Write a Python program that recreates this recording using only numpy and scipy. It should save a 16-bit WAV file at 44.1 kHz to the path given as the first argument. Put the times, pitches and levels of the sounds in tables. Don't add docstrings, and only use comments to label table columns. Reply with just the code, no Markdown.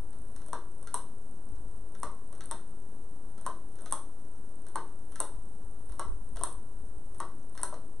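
import sys
import numpy as np
from scipy import signal
from scipy.fft import rfft, irfft
from scipy.io import wavfile
from scipy.ndimage import uniform_filter1d

SR = 44100
rng = np.random.default_rng(int(sys.argv[2]) if len(sys.argv) > 2 else 0)


def put_to_file(sound):
    columns = np.atleast_2d(sound).T
    safe = np.clip(columns, -1, 1)
    whole_steps = np.round(safe * 32767)
    wavfile.write(sys.argv[1], SR, whole_steps.astype(np.int16))


N = 352800

# t/s, bright crack peak/dB, middle knock/dB, low knock/dB, high knock/dB
SNAPS = [(0.5312, -37, -33.5, -47, -47.5), (0.9427, -21.5, -33, -48.5, -48.5),
         (2.0319, -32, -33.5, -48, -45), (2.512, -28, -36, -50, -47.5), (3.464, -31.5, -34.5, -49, -46.5),
         (3.9241, -19.5, -35, -49.5, -45.5), (4.7572, -32.5, -30.5, -46.5, -43),
         (5.2026, -19, -34.5, -41, -45), (5.9951, -32.5, -34, -45.5, -46), (6.4355, -20, -36, -47, -49),
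         (7.2023, -34.5, -36.5, -47.5, -44), (7.6324, -20.5, -35, -50.5, -47.5)]


def snaps():
    rows = [(s, bright, -41 + 0.33 * bright, *knocks) for s, bright, *knocks in SNAPS]
    return contacts(rows, push_s=0.0028, crack_s=0.0013)


def ticks():
    # t/s, bright crack peak/dB, crack/dB, middle knock/dB
    catches = [(0.1305, -54, -70, -67), (0.3625, -47.5, -62, -63.5), (0.4183, -62, -66.5, -67),
               (0.4626, -44.5, -72, -65), (0.4845, -46, -67, -60), (0.8281, -45, -70, -61),
               (0.873, -45, -57, -70), (1.5625, -63, -73, -69), (1.9506, -64, -63, -63),
               (2.0004, -45, -80, -80), (2.3275, -46, -66, -58.5), (2.351, -51, -69, -75),
               (2.38, -51, -80, -69), (2.408, -50, -55, -64), (2.4385, -45, -75, -64),
               (2.4578, -38, -82, -78), (3.3795, -51, -66, -70), (3.4119, -45, -70, -61),
               (3.454, -60, -68, -68), (3.7557, -53, -70, -75), (3.7878, -60, -67, -66),
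               (3.809, -51, -70, -75), (3.82, -45, -78, -60), (3.8596, -47, -56, -61),
               (3.9105, -39, -62, -60), (4.6666, -51, -65.5, -63), (4.6849, -44.5, -70, -64),
               (5.1215, -51, -66, -62), (5.1581, -43.5, -56, -66), (5.8943, -52, -69, -67),
               (5.9215, -47.5, -65.5, -61), (6.3601, -46, -62, -57), (6.3694, -46, -54.5, -52.5),
               (6.3944, -45, -72, -59), (6.4118, -49, -59, -45.5), (6.5266, -41, -87, -61),
               (7.1464, -51, -69.5, -65), (7.1836, -45, -81, -80), (7.552, -53, -66, -62),
               (7.5766, -46, -54.5, -68), (7.5948, -54, -75, -52.5), (7.6153, -41, -62, -77),
               (7.7262, -53, -69, -46.5), (7.7415, -59, -61, -62)]
    rows = [(s, bright, crack, knock, knock - 1.5, crack + 1.5) for s, bright, crack, knock in catches]
    return contacts(rows, push_s=0.0017, crack_s=0.0016)


def contacts(rows, push_s, crack_s):
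    out = np.zeros((2, N + SR))
    for s, *levels in rows:
        sound = impact(*levels, push_s, crack_s)
        echo = room(sound)
        i = int((s - .0003) * SR)
        out[0, i:i + len(sound)] += sound
        out[1, i + 1:i + 1 + len(sound)] += sound
        out[:, i:i + echo.shape[1]] += echo
    return out[:, :N]


def impact(bright_db, crack_db, knock_db, low_db, high_db, push_s, crack_s, size=4000):
    # f/Hz, relative level/dB, T60/s
    case_modes = [(358.5, -14.5, 0.36), (462, -10.5, 0.092), (648, -2, 0.016), (982, -9, 0.043),
                  (1062, -5.5, 0.016), (1145, -11, 0.015), (1337, -3, 0.04), (1552, -3, 0.011),
                  (1794, -5.5, 0.0048)]
    hz, db, t60 = np.transpose(case_modes)[:, :, None]
    t, attack = np.arange(size) / SR, int(.02 * SR)
    chance = rng.standard_normal((3, size))
    strength_db = np.where(hz < 800, low_db, np.where(hz < 1250, knock_db, high_db))
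    db = db + 2.0 * chance[0, :len(case_modes), None] + strength_db
    hz = hz * (1 + 0.028 * chance[0, -len(case_modes):, None])
    modes = np.sin(2 * np.pi * hz * t) * 1000. ** (-t / t60) * (1 - np.exp(-t / push_s))
    modes = modes / modes[:, :attack].std(axis=1, keepdims=True)
    knock = np.sum(undb(db) * modes, axis=0)
    force = np.array([[.2], [.1]]) * chance[1:] * t / crack_s * np.exp(-t / crack_s)
    hit = 16
    bounce = hit + int(.0013 * SR * (1 + .1 * chance[0, 99]))
    force[:, hit] += 1
    force[:, bounce] -= .2
    fizz = undb(-10) * band(force[0], 12300, 13060)
    crack = band(force[0], 1930, 6800) + fizz
    crack = crack / crack[:attack].std()
    bright = band(force[1], 8100, 10800)
    return knock + undb(crack_db) * crack + undb(bright_db) * bright / np.abs(bright).max()


def scrape():
    strokes = [(0.1, -76), (0.77, -76), (1.93, -72), (2.27, -75), (3.36, -78), (3.74, -70), (4.65, -77),
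               (5.1, -67), (5.7, -77), (6.32, -72), (7.12, -77), (7.52, -70.5)]
    swell_db, dull_db = 7, -9
    t, gain = np.arange(N) / SR, np.zeros(N)
    for (start, db), (end, *_) in zip(strokes, SNAPS):
        ramp = np.clip((t - start) / (end - start) - .5, -.5, .5)
        gain += (t > start) * (t < end) * undb(db + swell_db * ramp)
    grains = rng.standard_normal((2, N)) * undb(2.5 * rng.exponential(size=N))
    grains *= rng.random(N) < .06
    dull, bright = band(grains[0], 1760, 4700), band(grains[1], 9540, 11000)
    friction = dull / dull.std() * undb(dull_db) + bright / bright.std()
    sound = uniform_filter1d(gain, size=400) * friction
    return np.array([sound, np.roll(sound, 1)]) + room(sound)[:, :N]


def room(dry):
    # f/Hz, level/dB
    spectrum = [(100, 17.5), (1000, 0), (4000, 2.5), (9000, -9.5), (14000, -12)]
    # f/Hz, side minus mid level/dB
    width = [(100, -34), (1000, -12.5), (3000, -8), (9000, 2.5)]
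    t60_s, echo_db = 0.35, -0.5
    t = np.arange(1 << 14) / SR
    onset = np.clip((t - .002) / 0.0021, 0, 1)
    early = 1 + undb(-8) * np.exp(-t / 0.058)
    fade = 1000. ** (-t / t60_s) * onset * early
    mid, side = (colour(rng.standard_normal(len(t)), spectrum) for _ in range(2))
    response = pair(mid, colour(side, width)) * fade
    return undb(echo_db) / np.sqrt(np.sum(fade ** 2)) * signal.fftconvolve(dry[None], response, axes=1)


def draught():
    # t/s, level/dB
    gusts = [(0.05, -46.5), (0.47, -53.5), (1.37, -55.5), (1.46, -49), (1.48, -55), (1.52, -37),
             (1.59, -42.5), (1.96, -54), (2.07, -43), (2.14, -52.5), (4.14, -58), (4.38, -55), (4.87, -56),
             (5.11, -49), (5.15, -55), (5.37, -45.5), (5.53, -46), (5.66, -39.5), (5.7, -49), (5.92, -38),
             (5.95, -49), (6.1, -32.5), (6.23, -49.5), (6.32, -38.5), (6.63, -48), (6.91, -43),
             (7.33, -57.5), (7.95, -53.5)]
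    # f/Hz, relative level/dB
    spectrum = [(8, 0.5), (25, 5), (50, 0.5), (90, -14.5), (200, -47), (500, -143)]
    eddy_db, left_right_db = 3, np.array([[1.8], [4.2]])
    s, db = np.transpose(gusts)
    eddies = np.array([colour(rng.standard_normal(N), spectrum) for _ in range(2)])
    gust_db = np.interp(np.arange(N) / SR, s, db) + eddy_db * wander(rate_hz=20)
    return eddies / eddies.std() * undb(gust_db + left_right_db)


def hum():
    # f/Hz, spectral density level/dB
    spectrum = [(30, -70), (70, -80), (150, -81), (260, -81), (400, -84.5), (700, -92), (950, -92),
                (1600, -102), (2200, -108), (3800, -114), (6000, -114), (8600, -115), (10000, -113),
                (11200, -109), (11700, -125), (13000, -140)]
    # f/Hz, side minus mid level/dB
    width = [(50, -18), (150, -21), (1000, -11), (2400, -2.5), (6000, -2), (12000, -2)]
    flutter_db = 0.87
    mid, side = (colour(rng.standard_normal(N), spectrum) * np.sqrt(SR / 2) for _ in range(2))
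    tone = pair(mid, colour(side, width)) * undb([[.4], [-.4]])
    treble = signal.sosfilt(signal.butter(2, 1500, "high", fs=SR, output="sos"), tone)
    return tone + treble * (undb(flutter_db * wander(rate_hz=55)) - 1)


def patter():
    # repetition f/Hz, first t/s, lower edge f/Hz, upper edge f/Hz
    trains = [(29.97, .0225, 5300, 6900), (23.44, .018, 7900, 9600), (23.44, .029, 7900, 9600)]
    levels = [-73.5, -77.5, -77]
    grid_hz, first_s, wait_s = 62.256, .011, .0062
    count = np.arange(N * 30 // SR)
    (repeat_hz, _, *lower_band), (_, _, *upper_band) = trains[:2]
    extra_s = np.ceil((count / repeat_hz + wait_s - first_s) * grid_hz) / grid_hz + first_s
    out = bursts(extra_s, *upper_band, db=-71.5) + bursts(extra_s, *lower_band, db=-79.5)
    for (hz, first, lo_hz, hi_hz), db in zip(trains, levels):
        out += bursts(first + count / hz, lo_hz, hi_hz, db)
    return out


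def bursts(times, lo_hz, hi_hz, db, width_s=0.00093, scatter_db=3):
    spikes, span = np.zeros(N), np.arange(-200, 201) / SR
    times = times[times < N / SR]
    spikes[(times * SR).astype(int)] = undb(db + scatter_db * rng.standard_normal(len(times)))
    envelope = np.convolve(spikes, np.exp(-.5 * (span / width_s) ** 2), "same")
    noise = band(rng.standard_normal(N), lo_hz, hi_hz)
    return envelope * noise / noise.std()


def wander(rate_hz):
    hold = int(SR / rate_hz)
    return uniform_filter1d(np.repeat(rng.standard_normal(N // hold + 1), hold), hold)[:N]


def colour(x, points):
    hz, db = np.transpose(points)
    f = np.fft.rfftfreq(len(x), 1 / SR) + 1
    return irfft(rfft(x) * undb(np.interp(np.log(f), np.log(hz), db)), len(x))


def band(x, lo_hz, hi_hz):
    return signal.sosfilt(signal.butter(4, [lo_hz, hi_hz], "band", fs=SR, output="sos"), x)


def pair(mid, side):
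    return np.array([mid + side, mid - side])


def undb(db):
    return 10 ** (np.asarray(db) / 20)


def scene():
    return snaps() + ticks() + scrape() + hum() + draught() + patter()


def record(dry):
    # centre f/Hz, bandwidth/Hz
    notches = [(2400, 1300), (4800, 1300), (7200, 1200), (12000, 1500)]
    offset = [
        [-.0497],
        [-.0379],
    ]
    port_hz, port_width_hz, port_db, top_hz = 8700, 1400, 12, 13900
    resonance = signal.lfilter(*signal.iirpeak(port_hz, port_hz / port_width_hz, SR), dry)
    x = dry + undb(port_db) * resonance
    for hz, width in notches:
        x = signal.lfilter(*signal.iirnotch(hz, hz / width, SR), x)
    return signal.sosfilt(signal.ellip(8, .2, 70, top_hz, fs=SR, output="sos"), x) + offset


dry = scene()
out = record(dry)
put_to_file(out)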